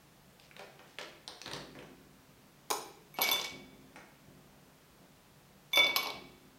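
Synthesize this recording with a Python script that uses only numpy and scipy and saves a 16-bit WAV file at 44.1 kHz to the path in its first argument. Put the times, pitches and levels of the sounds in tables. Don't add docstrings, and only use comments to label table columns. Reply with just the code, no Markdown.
import sys
import numpy as np
from scipy import signal
from scipy.fft import rfft, irfft
from scipy.io import wavfile

SR = 44100
rng = np.random.default_rng(int(sys.argv[2]) if len(sys.argv) > 2 else 0)


def output_pcm(signal):
    pcm = np.clip(np.atleast_2d(signal).T, -1, 1) * 32767
    wavfile.write(sys.argv[1], SR, np.round(pcm).astype(np.int16))


N = 290178
TIME = np.arange(N) / SR


def from_db(db):
    return 10 ** (np.asarray(db) / 20)


def rms_one(x):
    return x / np.sqrt(np.mean(x ** 2) + 1e-20)


def at_hz(points, hz):
    f, value = np.transpose(points)
    return np.interp(np.log(np.maximum(hz, 1)), np.log(f), value)


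def add(out, s, sound):
    at = int(round(s * SR))
    out[at:at + len(sound)] += sound[:N - at]


def noise(spectrum, size):
    hz = np.fft.rfftfreq(size, 1 / SR)
    phases = np.exp(2j * np.pi * rng.random(len(hz)))
    return rms_one(irfft(from_db(at_hz(spectrum, hz)) * phases, size))


def decaying(power, t60):
    keep = from_db(-120 / (t60 * SR))
    return np.sqrt(signal.lfilter([1], [1, -keep], power + 1e-24))


def burst(spectrum, t60, size=8192):
    fade = from_db(-60 * TIME[:size] / t60)
    no_push = signal.butter(2, 110, "high", fs=SR, output="sos")
    body = signal.sosfilt(no_push, noise(spectrum, size) * fade)
    return rms_one(body) * np.sqrt(np.mean(fade ** 2))


def ring(hits, modes, vary_db):
    (s, hit_db), out = np.transpose(hits), np.zeros(N)
    at = np.round(s * SR).astype(int)
    spot_db = vary_db * (2 * rng.random((len(s), len(modes))) - 1)
    for k, (hz, db, t60) in enumerate(modes):
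        power = np.bincount(at, from_db(hit_db + db + spot_db[:, k]) ** 2, N)
        rise = np.exp(-2 * hz / SR)
        swing = signal.lfilter([1 - rise], [1, -rise], decaying(power, t60))
        out += swing * np.sin(2 * np.pi * hz * TIME)
    lowest = np.array(modes)[:, 0].min()
    return signal.sosfilt(signal.butter(2, lowest / 2, "high", fs=SR, output="sos"), out)


# (f as a multiple of its pitch, level/dB)
CUBE_MODES = [(0.742, -13.5), (0.998, -3.5), (1.102, -7.5), (1.221, -9.5)]


def cracks(rows, t60, low_db, top_db, ring_db, ring_t60):
    out, t = np.zeros(N), TIME[:4096]
    ratio, mode_db = np.transpose(CUBE_MODES)
    ring_fade = from_db(ring_db - 60 * t / ring_t60)
    for s, db, hz in rows:
        hump = [(hz / 20, low_db - 28), (hz / 2, low_db), (hz / 1.79, -3), (hz, 0),
                (hz * 1.41, -4), (hz * 1.42, top_db), (hz * 4, top_db - 15)]
        pitches = hz * ratio * (1 + 0.03 * rng.standard_normal(len(ratio)))
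        cube = from_db(mode_db) @ np.sin(2 * np.pi * np.outer(pitches, t)) * ring_fade
        add(out, s, from_db(db) * (burst(hump, t60, size=4096) + cube))
    return out


def knocks(hits, spectrum, t60):
    out = np.zeros(N)
    for s, db in hits:
        add(out, s, from_db(db) * burst(spectrum, t60))
    return out


# (f/Hz, relative level/dB per Hz)
AIR_COLOUR = [(15, -23), (30, -9.5), (52, -4), (70, -6.5), (115, -6.5), (145, 5), (170, -2), (195, 1.5),
              (230, -6), (380, -7), (750, -9.5), (1500, -14), (5000, -20.5), (10000, -25), (16000, -24)]
AIR_DB = -61


def air():
    return from_db(AIR_DB) * noise(AIR_COLOUR, size=N)


# (f/Hz, t60/s)
ROOM_T60 = [(100, 4), (250, 1.5), (500, 0.53), (1000, 0.5), (3000, 0.73), (7000, 0.35), (14000, 0.55)]
# (f/Hz, level/dB)
ROOM_LEVEL = [(100, -21), (300, 5.5), (900, -1), (2200, 0.5), (4500, -1.5), (8000, -1), (14000, -7)]


def kitchen(x, delay_s, build_s):
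    t = TIME[:SR]
    hz = np.fft.rfftfreq(SR, 1 / SR)
    white = rfft(noise([(20, 0), (20000, 0)], size=SR))
    octave = np.log2(np.maximum(hz, 1))
    onset = np.clip((t - delay_s) / build_s, 0, 1)
    response = np.zeros(SR)
    for centre in range(6, 15):
        band = irfft(white * np.maximum(1 - abs(octave - centre), 0), SR)
        fade = onset * from_db(-60 * t / at_hz(ROOM_T60, 2 ** centre))
        level = from_db(at_hz(ROOM_LEVEL, 2 ** centre))
        response += level * band * fade / np.sqrt(np.sum(fade ** 2))
    return signal.fftconvolve(x, response)[:N]


# (t/s, level/dB before trim)
BUMPS = [(1.46, -50.5), (1.53, -47), (1.77, -51.5), (3.33, -53.5), (3.52, -50), (3.72, -57.5),
         (4.275, -54.5), (4.54, -62.5), (4.99, -61.5), (5.78, -50.5), (6.14, -50)]
# (f/Hz, relative level/dB per Hz)
BUMP_COLOUR = [(50, -15), (100, 6.5), (150, -1), (205, -7.5), (265, -6), (330, -13.5), (420, -18),
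               (700, -11), (2000, -56)]
# (f/Hz, level/dB before trim, t60/s)
TABLE_MODES = [(57.5, -20.5, 3), (145.7, -8, 1.03), (191, -13, 1.75), (262, -10, 2.6), (359, -10.5, 1.46),
               (404, -11.5, 0.87)]


def handling():
    bumps = from_db(-4) * knocks(BUMPS, BUMP_COLOUR, t60=0.27)
    hum = from_db(1) * ring(BUMPS, TABLE_MODES, vary_db=5)
    return bumps, hum


# (t/s, crack level/dB, crack f/Hz, knock level/dB, ring level/dB)
SCOOPS = [(0.3982, -54, 3880, -71, -62), (0.5126, -52.5, 2290, -75, -73), (0.5658, -47, 2900, -58, -60),
          (0.5937, -46, 2530, -49.5, -64), (0.793, -55, 2600, -57, -73), (0.9863, -38.5, 2640, -47, -50),
          (1.0137, -46, 3920, -55.5, -60), (1.2783, -37, 4230, -51.5, -42.5), (1.4164, -41, 4380, -64, -53),
          (1.4599, -42, 3400, -48.5, -58), (1.4782, -42, 3180, -54, -59), (1.514, -41, 3400, -50.5, -47),
          (1.5341, -36.5, 4320, -47, -50), (1.7524, -56, 1990, -54.5, -68), (1.7895, -47.5, 2590, -57, -63),
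          (1.8263, -51, 1910, -58.5, -68), (3.959, -49, 2240, -52, -55)]
# (f/Hz, level/dB before trim, t60/s)
BOWL_MODES = [(1720, -19.5, 0.085), (2680, -23, 0.12), (4010, -15, 0.13), (4020, -10.5, 0.084),
              (4940, -17, .06), (8800, -5, 0.036)]
# (f/Hz, relative level/dB per Hz)
BOWL_KNOCK = [(70, -26), (180, -8.5), (400, 2), (900, 0), (1250, -4), (1800, -2.5), (3000, -19),
              (6000, -17), (14000, -49)]


def bowl():
    scoops = np.array(SCOOPS)
    snap = cracks(scoops[:, :3], t60=0.012, low_db=-24, top_db=-16, ring_db=-2.5, ring_t60=0.019)
    chime = ring(scoops[:, [0, 4]], BOWL_MODES, vary_db=2)
    thuds = from_db(4) * knocks(scoops[:, [0, 3]], BOWL_KNOCK, t60=0.078)
    return from_db(5) * snap + from_db(3) * chime, thuds


# (start t/s, length/s, level/dB before attack, friction and trim)
SLIDES = [(0.41, 0.053, -61.5), (0.57, .06, -60), (0.848, 0.093, -62), (0.97, 0.047, -47),
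          (1.425, .09, -56), (1.52, 0.045, -47.5), (3.152, .04, -48), (3.197, 0.28, -33.5),
          (5.714, .09, -45), (5.946, .07, -44)]
SLIDE_ATTACK_S, FRICTION_DB_PER_S, SETTLE_DB_PER_S = 0.029, 47.5, 150


def slide_swell(start, length, db):
    age = np.maximum(TIME - start, 0)
    loss_db = FRICTION_DB_PER_S * age + SETTLE_DB_PER_S * np.maximum(age - length, 0)
    return np.minimum(age / SLIDE_ATTACK_S, 1) * from_db(db - loss_db)


# (f/Hz, relative level/dB per Hz)
SLIP_COLOUR = [(100, -43), (400, -12), (1500, -6.5), (2800, 1), (5000, -2), (6500, -7.5), (9000, -15.5),
               (15000, -28)]


def sliding(per_s, t60):
    slips = (rng.random(N) < per_s / SR).astype(float)
    grain = rms_one(decaying(slips, t60) * noise(SLIP_COLOUR, size=N))
    swell = np.max([slide_swell(*slide) for slide in SLIDES], axis=0)
    return from_db(-2.5) * grain * swell


# (t/s, crack level/dB, crack f/Hz, knock level/dB, ring level/dB)
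TAPS = [(2.7030, -32.5, 4380, -35.5, -31), (2.7107, -28, 3980, -28, -46), (2.7299, -38.5, 6500, -40, -60)]
# (f/Hz, relative level/dB per Hz)
RIM_KNOCK = [(50, -42), (150, -31), (300, -13), (420, -4.5), (600, -16), (740, -3), (840, 4), (1050, -7.5),
             (1400, -13), (1900, -32), (2800, -45), (12000, -45)]
# (f/Hz, level/dB before trim, t60/s)
STAND_MODES = [(430, -6.5, 0.059), (572.6, -11.5, 0.13), (660.5, -9, 0.057), (767.4, -2, .04),
               (838, 0.5, 0.026), (993, -8, .045), (1069, -1, 0.055)]
# (f/Hz, level/dB, t60/s)
SPOON_MODES = [(2260, -20.5, 0.25), (5160, -10, 0.11), (5270, -22, 0.13), (6030, -15, 0.17),
               (6470, -2.5, 0.039), (6750, -12, 0.11), (6900, -8, 0.076), (9500, -8, 0.081),
               (9490, -8, .09), (9570, -8, 0.19), (11400, -10, 0.11), (12300, -16, 0.11), (12620, -14, .12),
               (13510, -9, .08), (13600, -12, 0.091), (15400, -25, .14)]


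def spoon():
    taps = np.array(TAPS)
    snap = cracks(taps[:, :3], t60=0.019, low_db=-9.5, top_db=-3.5, ring_db=-18, ring_t60=0.014)
    knock = knocks(taps[:, [0, 3]], RIM_KNOCK, t60=0.11)
    stand = ring(taps[:, [0, 3]], STAND_MODES, vary_db=0)
    steel = ring(taps[:, [0, 4]], SPOON_MODES, vary_db=6.5)
    return from_db(3) * snap + knock + from_db(-7.5) * stand, steel


# (t/s, crack level/dB, crack f/Hz, knock level/dB,
# first wall mode level/dB, second wall mode level/dB, base modes level/dB)
DROPS = [(3.1411, -70, 5830, -56, -52.5, -68, -58), (3.1869, -45, 4200, -30.5, -49, -70, -63),
         (3.2111, -41, 4000, -41, -49, -41, -47), (3.2168, -31.5, 5350, -51, -30, -41, -34.5),
         (3.2275, -34, 4500, -47, -44, -51, -52), (3.2408, -35, 5000, -54, -37, -45, -56),
         (3.2756, -41, 3800, -47, -33.5, -59, -53), (3.2893, -30, 3990, -36.5, -44, -59, -50),
         (3.3146, -35, 4560, -36.5, -64, -27, -37.5), (3.3297, -36, 6600, -44, -59, -50, -50),
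         (3.3968, -35, 3830, -42.5, -60, -58, -64), (3.4139, -38, 5150, -55, -60, -55, -57),
         (3.4458, -40, 5240, -50, -42.5, -48, -59.5), (5.733, -44, 3200, -45.5, -31.5, -29.5, -52),
         (5.7585, -37, 4500, -43, -34, -26, -44.5), (5.7729, -32, 4720, -24, -22.5, -64, -44),
         (5.7905, -32.5, 4300, -58, -28, -24.5, -70), (5.8346, -39, 4240, -63, -42, -29.5, -75),
         (5.8441, -34.5, 4260, -44.5, -54, -44, -75), (5.8676, -35, 4140, -40.5, -52, -48, -55),
         (5.8933, -40, 3270, -44, -55, -53, -75), (5.9618, -24.5, 3890, -33, -33.5, -43, -40.5),
         (5.9687, -30, 4940, -44, -48, -39, -63), (6.0292, -56, 3540, -43.5, -59, -63, -50),
         (6.0595, -41, 3550, -40.5, -43.5, -48, -73), (6.0709, -37.5, 4100, -42, -60, -66, -56),
         (6.1032, -39, 3840, -51.5, -64, -71, -64)]
# (f/Hz, relative level/dB per Hz)
TUMBLER_KNOCK = [(70, -36), (150, -18), (290, -10), (430, -5), (640, -5), (820, -4), (1080, 2),
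                 (1400, -15.5), (1900, -24), (2800, -9.5), (5000, -61), (12000, -68)]
# (f/Hz, relative level/dB per Hz)
HARD_EDGE = [(1000, -17), (4000, 4), (7000, -25), (10000, 8.5), (13000, 3), (16000, -8)]
# (f/Hz, level/dB before trim, t60/s)
FIRST_WALL = [(2249, -1.5, 0.54), (2269, -13, 0.81), (2280, -9.5, 0.52)]
SECOND_WALL = [(3507, 2.5, 0.32), (3484, -19, 1)]
UPPER_WALL = [(6080, -2.5, 0.32), (6046, -9.5, 0.39), (9400, -7.5, 0.28), (9300, -9, 0.17),
              (13510, -9, 0.25)]
BASE = [(11500, -0.5, 0.15), (12420, 7.5, 0.062), (11970, -8, 0.15), (13000, -14, 0.12), (14300, -24, 0.14),
        (14300, -19, 0.11), (15290, -15, 0.13)]
UPPER_BASE_SHARE = 0.58


def tumbler():
    drops = np.array(DROPS)
    s, second_db, base_db = drops[:, 0], drops[:, 5], drops[:, 6]
    upper_db = (1 - UPPER_BASE_SHARE) * second_db + UPPER_BASE_SHARE * base_db
    knock_hits, base_hits = drops[:, [0, 3]], drops[:, [0, 6]]

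    snap = cracks(drops[:, :3], t60=0.021, low_db=-41, top_db=-21, ring_db=-2.5, ring_t60=0.03)
    edge = knocks(base_hits, HARD_EDGE, t60=0.014)
    snaps = from_db(4) * snap + from_db(5.5) * edge

    thud = knocks(knock_hits, TUMBLER_KNOCK, t60=0.031)
    stand = ring(knock_hits, STAND_MODES, vary_db=2)
    knock = from_db(3.5) * thud + from_db(-3) * stand

    ringing = from_db(0.5) * ring(drops[:, [0, 4]], FIRST_WALL, vary_db=2)
    ringing += from_db(0.5) * ring(drops[:, [0, 5]], SECOND_WALL, vary_db=0)
    ringing += from_db(-1.5) * ring(np.column_stack([s, upper_db]), UPPER_WALL, vary_db=2.5)
    ringing += ring(base_hits, BASE, vary_db=8)
    return snaps, knock, ringing


def scene():
    bumps, hum = handling()
    ticks, thuds = bowl()
    rubbing = sliding(per_s=400, t60=0.015)
    tap, steel = spoon()
    snaps, knock, ringing = tumbler()
    sounds = [(bumps, 6.5), (ticks, -0.5), (thuds, 5.5), (rubbing, -8.5), (tap, -3), (steel, 0),
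              (snaps, -4.5), (knock, 2), (ringing, -17)]
    direct = sum(sound for sound, send_db in sounds) + hum
    sent = sum(sound * from_db(send_db) for sound, send_db in sounds)
    echoes = kitchen(sent, delay_s=0.004, build_s=0.0041)
    return (direct + echoes + air())[None]


CUTOFF_HZ = 15900


def record(dry):
    low_pass = signal.ellip(10, .2, 70, CUTOFF_HZ, fs=SR, output="sos")
    return signal.sosfilt(low_pass, dry)


dry = scene()
out = record(dry)
output_pcm(out)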